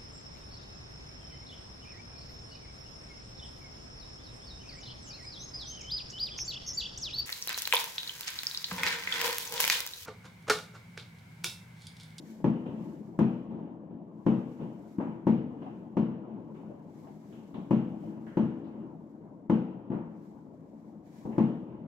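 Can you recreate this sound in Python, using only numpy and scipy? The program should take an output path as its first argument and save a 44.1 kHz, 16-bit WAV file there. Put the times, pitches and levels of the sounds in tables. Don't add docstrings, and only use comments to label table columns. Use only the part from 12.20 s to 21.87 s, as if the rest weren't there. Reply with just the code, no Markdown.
import sys
import numpy as np
from scipy import signal
from scipy.fft import rfft, irfft, next_fast_len
from scipy.io import wavfile
from scipy.ndimage import uniform_filter1d

SR = 44100
rng = np.random.default_rng(int(sys.argv[2]) if len(sys.argv) > 2 else 0)


def generate_wav(sig):
    pcm = np.round(np.clip(np.atleast_2d(sig).T, -1, 1) * 32767).astype(np.int16)
    wavfile.write(sys.argv[1], SR, pcm)


N = 426447


def gain_of(db):
    return 10 ** (np.asarray(db) / 20)


def evened(x):
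    return x / np.sqrt(np.mean(x ** 2) + 1e-20)


def read(points, hz):
    f, value = np.transpose(points)
    return np.interp(np.log(hz + 1), np.log(f + 1), value)


# frequency in Hz, likeness (1 the same, 0 unrelated, below 0 partly opposed).
LIKENESS = [(60, 0.91), (180, 1), (550, 0.77), (1650, -0.2), (4970, -0.13), (15000, -0.04)]


def noise(colour, alike=True):
    size = next_fast_len(N)
    hz = np.fft.rfftfreq(size, 1 / SR)
    left, other = rfft(rng.standard_normal((2, size)))
    same = np.clip(read(LIKENESS, hz), -1, 1) * alike
    right = same * left + np.sqrt(1 - same ** 2) * other
    coloured = np.array([left, right]) * gain_of(read(colour, hz))
    return evened(irfft(coloured, size)[:, :N])


def swell(events, rise, t60):
    power = np.zeros(N)
    t = np.arange(2 * SR) / SR
    rises = rise * np.ones(len(events))
    falls = t60 * np.ones(len(events))
    for (start, db), up, fall in zip(events, rises, falls):
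        part = power[round(start * SR):][:len(t)]
        envelope = gain_of(db - 60 * t / fall) * np.minimum(t / up, 1)
        part += envelope[:len(part)] ** 2
    return np.sqrt(power)


def uneven(depth_db, seconds):
    wander = np.interp(np.arange(N) / SR / seconds, np.arange(2000), rng.standard_normal(2000))
    return evened(gain_of(depth_db * wander))


def patchy(x, patchy_db, bins, frames):
    hz, _, z = signal.stft(x, SR, nperseg=1024)
    patches = rng.standard_normal(z.shape[:0:-1])
    patches = uniform_filter1d(patches, frames, axis=0)
    patches = evened(uniform_filter1d(patches, bins, axis=1)).T
    patches = patches * read([(300, 0.058), (700, 1)], hz)[:, None]
    return evened(signal.istft(z * gain_of(patchy_db * patches), nperseg=1024)[1][:, :N])


# pitch in Hz, level in dB against the other rows, time to fall by 60 dB in seconds,
# direction of the first swing at the microphones (1 or -1).
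ROOM_MODES = [(89.5, -26.5, 0.31, -1), (114.6, -15, 0.23, -1), (132.34, -15, 0.56, -1),
              (138.5, -19, 0.61, 1), (150.4, -11, 0.48, -1), (169, -13, 0.52, 1), (189.06, -7.5, 0.59, 1),
              (214.3, 1, 0.15, 1), (224.57, -1.5, 0.36, -1), (245.4, -11, 1.0, 1), (248, -15, 1, -1),
              (264.4, -9, 0.32, 1), (284.6, -14.5, 0.53, 1), (276, -32.5, 0.41, 1),
              (326.3, -14.5, 0.72, -1), (345.5, -3.5, 0.14, -1), (392.8, -19.5, 0.38, 1),
              (403, -24.5, 0.18, 1), (449, -21.5, 0.96, 1), (501.8, -18.5, 1, -1), (574.4, -9.5, 0.044, 1),
              (697, -25, 0.2, -1), (850.7, -16.5, 0.12, -1), (954, -12, 0.039, 1)]
# delay in seconds, factor.
GROUND_ECHO = (.0198, -.62)


def ring():
    t = np.arange(SR) / SR
    modes = sum(np.sign(way) * gain_of(db - 60 * t / t60) * np.sin(2 * np.pi * hz * t)
                for hz, db, t60, way in ROOM_MODES)
    modes *= np.minimum(t / .001, 1)
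    delay, factor = GROUND_ECHO
    echo = factor * np.interp(t - delay, t, modes, left=0)
    both = modes + echo
    return both / np.sqrt(np.mean(both[:SR // 20] ** 2))


def ringing_noise():
    pair = noise([(60, 0.026), (1000, 0.0078)])
    short_ring = ring() * gain_of(-90 * np.arange(SR) / SR)
    return evened(signal.oaconvolve(pair, short_ring[None], axes=1)[:, :N])


# frequency in Hz, relative level in dB per Hz.
RUMBLE_COLOUR = [(15, -59), (25, -39), (140, -9), (155, -1.5), (192, -7), (213, 2), (248, -9.5),
                 (270, -3.5), (320, -5), (348, -12), (672, -18.5), (849, -22), (985, -23), (1330, -35),
                 (4000, -65.5), (5200, -80), (8800, -120)]
TOWN_DB = -50
ROLL_RISE_S, ROLL_T60_S = 0.24, 4.2
LUMPS_DB, LUMP_S = 0.75, 0.057


def rumble(rung):
    rows = np.array(BURSTS)
    rolls = swell(rows[:, [0, 6]], ROLL_RISE_S, ROLL_T60_S)
    level = np.hypot(gain_of(TOWN_DB), rolls)
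    sound = patchy(noise(RUMBLE_COLOUR) + 0.55 * rung, patchy_db=3.0, bins=6, frames=3)
    return level * uneven(LUMPS_DB, LUMP_S) * sound


# peak time in seconds, peak level in dB, rise in seconds, fall in seconds.
BRUSHES = [(0.1, -63, 0.22, 0.22), (0.67, -70.5, 0.37, 0.56), (1.02, -78, .06, .3), (2.1, -75, 0.19, .3),
           (2.339, -74, 0.32, 0.47), (2.72, -72, 0.35, 0.25), (3.6, -82, 1.2, .5), (4.38, -79.5, .3, .6),
           (4.79, -71, .15, 0.35), (5.12, -71.5, 0.59, 0.92), (5.88, -73.5, .3, .2), (6.08, -75, .15, .5),
           (6.9, -85, 1.5, 1.1), (8.05, -77, 0.23, 0.38), (8.7, -79.5, 0.91, .25), (8.87, -73.5, .05, .2),
           (8.97, -67, 0.093, .4)]
# frequency in Hz, relative level in dB per Hz.
RUSTLE_COLOUR = [(880, -33.5), (1500, -3), (2240, -2), (2630, -11.5), (3010, -9.5), (7590, -10),
                 (8710, -18), (13300, -14), (15700, -22.5)]
HISS_COLOUR = [(1180, -34.5), (2000, -2), (3500, -23.5), (7540, -8.5), (8660, -19.5), (14900, -21),
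               (15700, -29.5)]
REST_DB, HISS_DB = -92.5, -103
BRUSH_EDGE_DB = -16
FLICKER_DB, FLICKER_S = 1, .012


def rustle():
    t = np.arange(N) / SR
    power = gain_of(REST_DB) ** 2
    for peak, db, rise, fall in BRUSHES:
        away = np.where(t < peak, (peak - t) / rise, (t - peak) / fall)
        power = power + gain_of(db + BRUSH_EDGE_DB * away) ** 2
    cloth = np.sqrt(power) * uneven(FLICKER_DB, FLICKER_S) * noise(RUSTLE_COLOUR, alike=False)
    return cloth + gain_of(HISS_DB) * noise(HISS_COLOUR, alike=False)


# start in seconds, body level in dB, treble level in dB, level of the noise band in dB,
# its centre in Hz, rise in seconds, time to fall by 60 dB in seconds.
THUDS_AND_PATCHES = [(0.198, -44, -72, -84, 900, 0.0041, 0.14),
                     (0.456, -43.5, -63.5, -63.5, 2760, 0.0038, 0.68),
                     (1.298, -44.5, -76, -85, 2900, 0.016, 0.99),
                     (1.705, -49.5, -85.5, -86.5, 2970, 0.0047, 0.7),
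                     (2.386, -38, -58.5, -76, 2960, 0.035, 0.61), (3.414, -48, -63.5, -79, 3030, 0.0089, 1),
                     (3.461, -56.5, -83, -43, 770, 0.0021, 0.21), (4.345, -50.5, -66.5, -89, 2880, .004, 1),
                     (4.491, -49.5, -83, -45, 530, 0.01, 0.33), (4.87, -53, -65.5, -49, 716, 0.0033, 0.18),
                     (5.124, -54.5, -67, -69, 2860, 0.0025, 0.81),
                     (5.342, -39, -58.5, -66, 3260, 0.0012, 0.65),
                     (5.834, -53, -82, -42, 620, 0.0057, 0.075),
                     (6.066, -54.5, -63, -59, 1630, .0015, 0.96), (6.43, -58, -69, -75, 3820, 0.024, 0.37),
                     (9.05, -37, -69, -57, 810, 0.0034, 0.92), (9.105, -57, -62, -63, 1900, 0.025, 0.81)]
BAND_SPREAD_OCT = .25


def thuds_and_patches(rung, body, treble):
    s, body_db, treble_db, band_db, centre_hz, rise, t60 = np.transpose(THUDS_AND_PATCHES)
    out = swell(np.c_[s, body_db], rise, t60) * (rung + body)
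    out += swell(np.c_[s, treble_db], rise, t60) * treble
    t = np.arange(2 ** 15) / SR
    hz = np.fft.rfftfreq(2 ** 15, 1 / SR)
    for k in range(len(s)):
        octaves_off = np.log2((hz + 1) / centre_hz[k])
        band = np.exp(-.5 * (octaves_off / BAND_SPREAD_OCT) ** 2)
        coloured = evened(irfft(rfft(rng.standard_normal((2, len(t)))) * band))
        envelope = gain_of(band_db[k] - 60 * t / t60[k]) * np.minimum(t / rise[k], 1)
        part = out[:, round(s[k] * SR):][:, :len(t)]
        part += (envelope * coloured)[:, :part.shape[1]]
    return out


# time of the thump in seconds, thump peak in dB,
# scattered body level in dB, scattered treble level in dB.
LAUNCHES = [(2.7876, -18.5, -31.5, -45.5), (7.7054, -21, -33.5, -49)]
# frequency in Hz, relative level in dB per Hz.
LAUNCH_TREBLE = [(530, -28), (900, 0), (1090, -9), (1260, -9.5), (1960, -20), (2330, -21.5), (4340, -50),
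                 (8000, -54.5), (10400, -94), (17600, -120)]


def launches(rung, body, treble):
    s, thump_db, body_db, treble_db = np.transpose(LAUNCHES)
    t = np.arange(N) / SR
    thumps = sum(gain_of(db) * np.exp(-((t - s0) / 0.0028) ** 2) * np.cos(2 * np.pi * 240 * (t - s0))
                 for s0, db in zip(s, thump_db))
    dull = swell(np.c_[s + .003, body_db], 0.0033, 0.94) * rung
    dull += swell(np.c_[s + .011, body_db - 3], 0.0027, 0.6) * body
    first = swell(np.c_[s - .004, treble_db - 1.5], .0012, .08)
    later = swell(np.c_[s + .01, treble_db], 0.0054, 0.77)
    bright = np.hypot(first, later) * (noise(LAUNCH_TREBLE) + 0.21 * treble)
    return thumps + dull + bright


def shock():
    t = np.arange(400) / SR - .0023
    wave = np.where(t < 0, np.exp(t / 0.0011), -np.exp(-np.abs(t) / 0.00024))
    rounded = uniform_filter1d(uniform_filter1d(wave, size=11), size=8)
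    return np.array([1, .4])[:, None] * rounded


# start in seconds, ring level in dB, scattered body in dB,
# scattered treble in dB, house-front echo in dB, window-frame tick in dB, roll over the town in dB.
BURSTS = [(.2420, -21.5, -28.5, -48, -38.5, -79, -41), (0.989, -21.5, -28, -46, -41, -56, -41.5),
          (2.0635, -21, -27, -47, -49.5, -81, -44), (3.0679, -20.5, -29.5, -47.5, -42.5, -67, -40.5),
          (3.7681, -24, -31, -50, -41.5, -86, -40.5), (5.5077, -22, -30.5, -48, -38.5, -64, -42.5),
          (6.1699, -22.5, -30.5, -50, -39.5, -78.5, -41.5), (7.2966, -22, -28.5, -47, -49, -85, -42.5),
          (9.1799, -21, -30, -48.5, -42, -67, -41)]
HOUSE_ECHO = (.27, .36, .47, .62)
# frequency in Hz, relative level in dB per Hz.
KNOCK = [(400, -29.5), (650, -6), (1000, 6.5), (1400, -9.5), (3000, -23.5), (5000, -55)]
SPRAY = [(2500, -29.5), (3800, 1), (6300, -3.5), (8000, -10.5), (8700, -26.5), (15500, -27)]
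TICK = [(3000, -38), (6000, -0.5), (8000, -0.5), (15500, -8.5)]


def bursts(rung, body, treble):
    s, ring_db, body_db, treble_db, echo_db, tick_db, _ = np.transpose(BURSTS)
    blows = np.zeros(N)
    blows[np.round(s * SR).astype(int)] = gain_of(ring_db)
    direct = signal.oaconvolve(blows, ring())[:N]
    direct = direct + gain_of(-6) * signal.oaconvolve(blows[None], shock(), axes=1)[:, :N]
    front = s + .0009
    scattered = swell(np.c_[front, body_db], 0.01, 0.65) * body
    scattered += swell(np.c_[front, treble_db], 0.00091, 0.68) * treble
    hard_start = swell(np.c_[front, treble_db + 13], .001, .045)
    slower_end = swell(np.c_[front, treble_db + 7], 0.0014, 0.22)
    crack = np.hypot(hard_start, slower_end) * noise(KNOCK)
    spray = swell(np.c_[front, treble_db - 19], .001, 0.29) * noise(SPRAY)
    tick = swell(np.c_[front, tick_db], .0008, 0.032) * noise(TICK, alike=False)
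    t = np.arange(N) / SR
    late = np.sqrt(sum((gain_of(db) * np.interp(t - s0, HOUSE_ECHO, [0.09, 0.7, 0.58, 0])) ** 2
                       for s0, db in zip(s, echo_db)))
    echoes = late * (rung + gain_of(-28.5) * treble)
    return direct + scattered + crack + spray + tick + echoes


# frequency in Hz, relative level in dB per Hz.
BODY = [(18, -63), (30, -32), (96, -26.5), (123, -11), (221, -9), (252, -15), (327, -16.5), (405, -16.5),
        (673, -25), (918, -24.5), (1500, -49.5), (1950, -77), (3300, -120)]
TREBLE = [(650, -33.5), (1100, 1), (1160, -7), (1260, -4), (1550, -7), (2110, -12.5), (2950, -11),
          (3440, -20.5), (4690, -34), (6320, -36.5), (7630, -45), (8720, -54.5), (12800, -48), (15500, -49)]


def scene():
    rung = ringing_noise()
    body = noise(BODY)
    treble = patchy(noise(TREBLE), patchy_db=1.5, bins=6, frames=5)
    soft = rumble(ringing_noise()) + thuds_and_patches(rung, body, treble)
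    loud = launches(rung, body, treble) + bursts(rung, body, treble)
    return soft + loud + rustle()


# frequency in Hz, difference in dB.
LEFT_OVER_RIGHT = [(60, 13.5), (150, 3.5), (380, 4.5), (950, 2.5), (2380, -1.5), (5980, 4.5), (15000, 1.5)]
# frequency in Hz, phase in radians.
RIGHT_LEADS = [(60, 0.19), (200, 0.39), (320, 0.43), (1000, 0.052)]
EDGE_HZ = 15900


def record(dry):
    size = next_fast_len(N + SR)
    hz = np.fft.rfftfreq(size, 1 / SR)
    half = gain_of(read(LEFT_OVER_RIGHT, hz) / 2) * np.exp(-.5j * read(RIGHT_LEADS, hz))
    bass_cut = hz ** 2 / (hz ** 2 + 38. ** 2)
    ports = irfft(rfft(dry, size) * bass_cut * np.array([half, 1 / half]), size)[:, :N]
    ports *= np.minimum(np.arange(N)[::-1] / 200, 1)
    low_pass = signal.firwin(511, EDGE_HZ, window=("kaiser", 9), fs=SR)
    return signal.oaconvolve(ports, low_pass[None], "same")


dry = scene()
out = record(dry)
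generate_wav(out)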